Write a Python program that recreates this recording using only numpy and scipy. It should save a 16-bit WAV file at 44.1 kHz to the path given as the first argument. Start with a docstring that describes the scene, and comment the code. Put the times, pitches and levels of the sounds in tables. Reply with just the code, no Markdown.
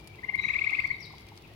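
"""A still pond at dusk, where two frogs trill over each other: a near one on the left, a higher one further off.
Each note is a short rising sweep of the vocal sac, which radiates mainly the second harmonic.
The bank and the trees return the calls as diffuse, exponentially decaying reverberation.
Faint birds whistle, the water plops in damped oscillations, and small ticks sound
over bands of noise: a thin rasp, a low distant rumble and the hiss of the open air."""
import sys
import numpy as np
from scipy import signal
from scipy.fft import rfft, irfft, next_fast_len
from scipy.io import wavfile

SR = 44100
rng = np.random.default_rng(int(sys.argv[2]) if len(sys.argv) > 2 else 0)


def wrap_up_sound(samples):
    """Save the sound to the file named by the first command line argument, as 16-bit audio."""
    columns = np.atleast_2d(samples).T
    # keep every value between -1 and 1, then stretch to whole-number steps
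    tamed = np.clip(columns, -1, 1)
    steps = np.round(tamed * 32767).astype(np.int16)
    wavfile.write(sys.argv[1], SR, steps)


N = 68355
T = np.arange(N) / SR


def sac_note(crest_s, db, hz, rise_s, voice, fundamental_db, fall_s, swell, sweep_hz_per_s, bend_s, jitter):
    """Frequency sweep: a harmonic tone swells and climbs as the vocal sac fills, then shuts off."""
    t = np.clip(T - crest_s, -rise_s, fall_s)
    climb = sweep_hz_per_s * bend_s * (np.exp(t / bend_s) - 1)
    phase = np.pi * np.cumsum((hz + climb) * (1 + jitter * wobble(900))) / SR  # an octave below the sac
    filling = 1 + t / rise_s
    attack = np.abs(np.sin(np.pi / 2 * filling) * filling) ** swell
    envelope = np.where(t < 0, attack, np.cos(np.pi / 2 * t / fall_s) ** 2)
    # harmonics above the second wander in phase
    harmonics = sum(amp(level) * np.sin(k * phase + (k != 2) * 1.1 * wobble(350)) for k, level in voice)
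    # the soft fundamental gains 0.26 dB per dB of the note and lingers 3 ms behind the sac
    fundamental = amp(fundamental_db + 0.26 * (db + 16)) * envelope * np.sin(phase)
    return amp(db) * envelope * harmonics + np.interp(T - 0.00305, T, fundamental)


# near frog's notes (crest time [s], relative level [dB], sac frequency at the crest [Hz], rise time [s])
NEAR_TRILL = [(0.195, -39.5, 2110, .014), (0.248, -26.5, 2124, 0.019), (0.298, -18.5, 2170, .015),
              (0.352, -17, 2193, 0.018), (0.3995, -17.5, 2187, .016), (0.455, -17, 2180, .018),
              (0.5083, -18.5, 2184, .021), (0.565, -16.5, 2208, 0.019), (0.6216, -15.5, 2199, 0.012),
              (0.677, -15.5, 2184, 0.016), (0.7371, -16.5, 2188, .015), (0.7963, -14.5, 2179, .015),
              (0.854, -16.5, 2193, 0.018), (0.9147, -17, 2188, .017)]
# its overtones (harmonic number, gain [dB])
NEAR_HARMONICS = [(2, 0.5), (3, -36.5), (4, -35.5)]
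def near_frog():
    """Pulse train: sweeps repeat with little jitter or shimmer, so the trill sounds clean."""
    trill = sum(sac_note(*row, NEAR_HARMONICS, fundamental_db=-40.5, fall_s=0.0047, swell=0.6,
                         sweep_hz_per_s=12500, bend_s=-0.018, jitter=0.0067) for row in NEAR_TRILL)
    return trill * amp(0.4 * wobble(600))


# far frog's notes (crest time [s], relative level [dB], sac frequency at the crest [Hz])
FAR_TRILL = [(0.392, -25, 2261), (0.4372, -24, 2420), (.488, -18.5, 2393), (0.54, -18, 2409),
             (0.591, -17, 2404), (0.645, -17.5, 2403), (.697, -18, 2373), (.750, -16.5, 2382),
             (0.801, -19.5, 2394)]
# its overtones (harmonic number, gain [dB])
FAR_HARMONICS = [(2, -2), (3, -23), (4, -41)]
def far_frog():
    """Random modulation: deeper jitter and shimmer make the higher trill rougher."""
    trill = sum(sac_note(*row, rise_s=0.0099, voice=FAR_HARMONICS, fundamental_db=-40, fall_s=0.0088,
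                         swell=0.65, sweep_hz_per_s=42000, bend_s=0.011, jitter=0.014) for row in FAR_TRILL)
    return trill * amp(1.1 * wobble(800))


# right-channel response to each frog (frequency [Hz], gain [dB])
NEAR_RIGHT_GAIN = [(1000, -2), (1900, -6), (2080, -14.5), (2220, -13), (3500, -20.5)]
FAR_RIGHT_GAIN = [(1100, -6.5), (2200, -3.5), (2500, -24.5), (3600, -12.5)]
def frogs():
    """Direct and reverberant fields: both calls arrive stronger on the left, followed by their echoes."""
    near, far = near_frog(), far_frog()
    direct = placed(near, NEAR_RIGHT_GAIN, lead_s=0.00034) + placed(far, FAR_RIGHT_GAIN, lead_s=0.00041)
    return direct + pond_echoes(near + amp(1.5) * far)


# colour of the reflections (frequency [Hz], gain [dB])
REFLECTION_GAIN = [(1000, 1), (2200, 0.5), (2700, 0.5), (3200, -5)]
# decay at the bank and among the trees (frequency [Hz], reverberation time [s])
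BANK_T60 = [(500, 0.36), (2200, 0.29), (5000, 0.27), (12000, .1)]
TREES_T60 = [(500, 3.2), (2200, 1.18), (5000, 0.24), (12000, .3)]
def pond_echoes(calls):
    """Diffuse reflection: the bank answers quickly and the trees for longer; their level flickers."""
    outward = filtered(calls, lambda hz: amp(along(REFLECTION_GAIN, hz)))
    bank = amp(-13.5) * echo(outward, BANK_T60, onset_s=0.01, right_db=-2.5)
    trees = amp(-17.5) * echo(outward, TREES_T60, onset_s=0.022, right_db=-5)
    flicker_db = 2.2 * np.array([wobble(220), wobble(220)])
    lows = filtered(outward, lambda hz: hz < 1500)
    low_echo = amp(-8) * echo(lows, [(1000, 0.059)], onset_s=0.0016, right_db=-2)
    return (bank + trees) * amp(flicker_db) + low_echo


# whistles (onset [s], duration [s], start, middle and end frequency [Hz], relative level [dB],
# frequency waver [fraction])
BIRD_WHISTLES = [(-.06, 0.29, 2370, 2340, 2243, -53.5, 0.018), (.26, 0.06, 2760, 2850, 2800, -57, 0.04),
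                 (0.377, 0.085, 3852, 3906, 3900, -43.5, 0.016),
                 (0.457, 0.075, 3895, 3900, 3890, -49.5, 0.012),
                 (0.419, 0.085, 5580, 5980, 6120, -57.5, 0.067),
                 (0.753, 0.2, 4565, 4520, 4250, -56.5, 0.02),
                 (0.919, 0.038, 3980, 3900, 3750, -51.5, 0.0262),
                 (.14, 0.013, 2420, 2510, 2900, -45, 0.049),
                 (1.272, 0.033, 2533, 2396, 2372, -52.5, 0.0646),
                 (1.435, 0.033, 2474, 2540, 2340, -53, 0.068), (1.484, 0.035, 2065, 1930, 1890, -59, 0.04)]
# contour of one falling chirp (time [s], frequency [Hz], relative level [dB])
BIRD_CHIRP = [(0.989, 5450, -68), (1.003, 5600, -54), (1.012, 5760, -50.5), (1.023, 5380, -48),
              (1.03, 4914, -38), (1.041, 4626, -47), (1.05, 4197, -43), (1.056, 3873, -40.5),
              (1.069, 3670, -62.5)]
def birds():
    """Frequency modulation: thin tones glide and waver in the trees, half lost in their reverberation."""
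    song = np.zeros(N)
    for onset_s, length_s, start_hz, middle_hz, end_hz, db, waver in BIRD_WHISTLES:
        progress = np.clip((T - onset_s) / length_s, 0, 1)
        contour = np.polyfit([0, 0.5, 1], [start_hz, middle_hz, end_hz], 2)
        whistle = tone(np.polyval(contour, progress) * (1 + waver * wobble(600)))
        flicker_db = 2.8 * wobble(90)
        song += amp(db + flicker_db) * np.sin(np.pi * progress) ** 0.23 * whistle
    times, pitch_hz, level_db = np.transpose(BIRD_CHIRP)
    chirp = tone(np.interp(T, times, pitch_hz) * (1 + 0.028 * wobble(900)))
    song += amp(np.interp(T, times, level_db, left=-120, right=-120)) * chirp
    tail = echo(song, [(2000, 0.69), (4000, 0.85), (5700, 0.63)], onset_s=0.0055, right_db=-6)
    return amp(0.5) * placed(song, [(4000, -14.5)], lead_s=0) + amp(-2) * tail


# plops in the water (time [s], frequency [Hz], relative level [dB])
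WATER_PLOPS = [(0.292, 871, -41.5), (0.324, 860, -44.5), (0.716, 860, -42), (1.105, 1057, -45),
               (1.135, 903, -39.5), (1.318, 862, -42.5), (1.515, 719, -47)]
def plops(t60_s=0.042, attack_s=0.0023):
    """Damped oscillation: the water rings briefly, roughened by an unsteady frequency."""
    rings = np.zeros(N)
    for onset_s, hz, db in WATER_PLOPS:
        ring = tone(hz * (1 + 0.1496 * wobble(430)))
        rings += decay(onset_s, db + 2.5, t60_s, attack_s) * ring
    return np.array([rings, amp(-1) * rings])


# spectrum common to all ticks (frequency [Hz], relative level [dB])
TICK_SPECTRUM = [(500, -25), (2500, 2), (5000, 3.5), (7000, -6.5), (11500, -5.5), (16000, -18)]
def tick(onset_s, db, t60_s, peak_hz, lift_db=7.5, width_octaves=0.48):
    """Resonance: a tiny burst of noise is lifted in one broad band of its own."""
    resonance_db = lambda hz: lift_db * np.exp(-(np.log2((hz + 1) / peak_hz) / width_octaves) ** 2)
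    burst = filtered(rng.standard_normal((2, N)), lambda hz: amp(along(TICK_SPECTRUM, hz) + resonance_db(hz)))
    return decay(onset_s, db + 10.5, t60_s, attack_s=0.00075) * unit(burst)


# clear ticks (time [s], relative level [dB], 60 dB decay time [s], resonance frequency [Hz])
CLEAR_TICKS = [(0.0728, -51, 0.026, 10200), (0.3558, -54.5, 0.017, 10800), (0.801, -56.5, 0.016, 9450),
               (0.873, -53, 0.022, 4950), (1.182, -51.5, 0.015, 3496), (1.194, -60.5, 0.018, 3550),
               (1.287, -52.5, 0.018, 3035), (1.375, -50, 0.015, 5070)]
def ticks(faint_count=44):
    """Transients: a few clear, dry ticks sound close by among many faint ones at random times."""
    onsets_s = rng.random(faint_count) * N / SR
    levels_db = -51 + 2 * rng.standard_normal(faint_count)
    patter = sum(decay(s, db, t60_s=0.013, attack_s=0.0004) for s, db in zip(onsets_s, levels_db))
    clear = sum(tick(*row) for row in CLEAR_TICKS)
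    return clear + patter * np.array([noise(TICK_SPECTRUM), noise(TICK_SPECTRUM)])


# spectrum of the rasp (frequency [Hz], relative spectral density [dB])
RASP_SPECTRUM = [(2500, 3), (4300, 6), (6000, -7.5), (6700, -14), (7450, -3), (8300, -20), (12000, -21),
                 (16000, -28)]
def rasp(start_s=0.36, end_s=0.95):
    """Amplitude modulation: a thin, high noise swells and fades over the thick of the trill."""
    progress = np.clip((T - start_s) / (end_s - start_s), 0, 1)
    envelope = amp(-52.5) * np.sqrt(np.abs(np.sin(np.pi * progress)))
    return envelope * np.array([noise(RASP_SPECTRUM), amp(-2.5) * noise(RASP_SPECTRUM)])


# course of the rumble (time [s], relative level [dB])
RUMBLE_ENVELOPE = [(0, -53), (.2, -54.5), (.52, -52), (.72, -59.5), (.88, -50.5), (1.2, -55.5), (1.55, -58)]
# its continuous spectrum (frequency [Hz], relative spectral density [dB])
RUMBLE_SPECTRUM = [(20, -17), (40, -15.5), (58, 6.5), (80, -0.5), (100, 8.5), (125, -1), (150, -1),
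                   (200, -1.5), (260, -14.5), (500, -49)]
# its hum (frequency [Hz], relative level [dB])
HUM_LINES = [(103, -57.5), (147, -60.5), (327, -66.5), (436, -66)]
def rumble():
    """Continuous and line spectra: distant low noise carries a wavering hum, just left of centre."""
    low = amp(np.interp(T, *np.transpose(RUMBLE_ENVELOPE)) + 1) * noise(RUMBLE_SPECTRUM)
    hum = sum(amp(db + 2 * wobble(9)) * np.sin(2 * np.pi * hz * T + 0.7 * wobble(9)) for hz, db in HUM_LINES)
    return (low + hum) * amp([[0.8], [-0.8]])


# spectrum of the open air (frequency [Hz], relative spectral density [dB])
AIR_SPECTRUM = [(100, -4.5), (250, -5.5), (340, 1.5), (520, -8), (900, -6), (1500, -16), (3000, -12),
                (4800, -19), (6500, -28), (9000, -33.5), (11500, -25.5), (13500, -36), (16000, -24)]
# likeness of left and right (frequency [Hz], correlation coefficient)
AIR_CORRELATION = [(130, 0.6), (260, 0.77), (500, 0.56), (1000, 0), (4000, 0), (12000, 0)]
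def air():
    """Partial coherence: the soft hiss of the air is alike in both channels only at low frequencies."""
    angle = lambda hz: np.arccos(np.clip(along(AIR_CORRELATION, hz), -1, 1)) / 2
    pair = np.array([noise(AIR_SPECTRUM), noise(AIR_SPECTRUM)])
    mid, side = filtered(pair, lambda hz: np.array([np.cos(angle(hz)), np.sin(angle(hz))]))
    return amp(-54.5) * unit(np.array([mid + side, mid - side])) * amp([[1.25], [-1.25]])


def echo(x, t60_points, onset_s, right_db):
    """Reverberation: a diffuse stereo tail builds up, and each frequency decays at its own rate."""
    hz, t, spectra = signal.stft(rng.standard_normal((2, SR)), SR, nperseg=256)
    envelope = amp(-60 * t / along(t60_points, hz)[:, None]) * (1 - np.exp(-t / onset_s))
    envelope /= np.sqrt(np.sum(envelope ** 2, axis=1, keepdims=True) * t[1] * SR)  # equal energy per band
    tail = signal.istft(spectra * envelope, SR, nperseg=256)[1]
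    return signal.fftconvolve(x[None], tail, axes=1)[:, :N] * amp([[0], [right_db]])


def placed(x, right_gain, lead_s):
    """Level and time differences: the right channel is weaker than the left, and earlier by lead_s."""
    right = filtered(x, lambda hz: amp(along(right_gain, hz)) * np.exp(2j * np.pi * hz * lead_s))
    return np.array([x, right])


def decay(onset_s, db, t60_s, attack_s):
    """Exponential damping: an envelope rises quickly, then loses 60 dB every t60_s."""
    t = np.maximum(T - onset_s, 0)
    return amp(db - 60 * t / t60_s) * (1 - np.exp(-t / attack_s))


def tone(hz):
    """Phase integration: a sinusoid follows an instantaneous frequency."""
    return np.sin(2 * np.pi * np.cumsum(hz) / SR)


def noise(spectrum):
    """Spectral shaping: coloured noise of rms 1."""
    return unit(filtered(rng.standard_normal(N), lambda hz: amp(along(spectrum, hz))))


def filtered(x, response):
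    """Linear filtering: the spectrum of x is multiplied by a frequency response."""
    size = next_fast_len(N + SR // 2)
    return irfft(rfft(x, size) * response(np.fft.rfftfreq(size, 1 / SR)), size)[..., :N]


def wobble(rate):
    """Random fluctuation: a smooth curve through rate Gaussian knots a second."""
    knots = rng.standard_normal(2048)
    k = (T * rate).astype(int)
    u = T * rate - k
    before, after = knots[k % 2048], knots[(k + 1) % 2048]
    return before + (after - before) * u * u * (3 - 2 * u)


def along(points, hz):
    """Interpolation of (frequency [Hz], value) points on a logarithmic axis."""
    frequencies, values = np.transpose(points)
    return np.interp(np.log(hz + 1), np.log(frequencies + 1), values)


def amp(db):
    """Decibels as an amplitude ratio."""
    return 10 ** (np.asarray(db) / 20)


def unit(x):
    """Normalisation to rms 1."""
    return x / np.sqrt(np.mean(x ** 2) + 1e-20)


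def scene():
    """Superposition: the sound pressures of all sources at the pond add."""
    return frogs() + birds() + plops() + ticks() + rasp() + rumble() + air()


def record(dry, cutoff_hz=15850):
    """Band limiting: an ideal low-pass filter removes everything above the cutoff."""
    return filtered(dry, lambda hz: hz < cutoff_hz)


dry = scene()
out = record(dry)
wrap_up_sound(out)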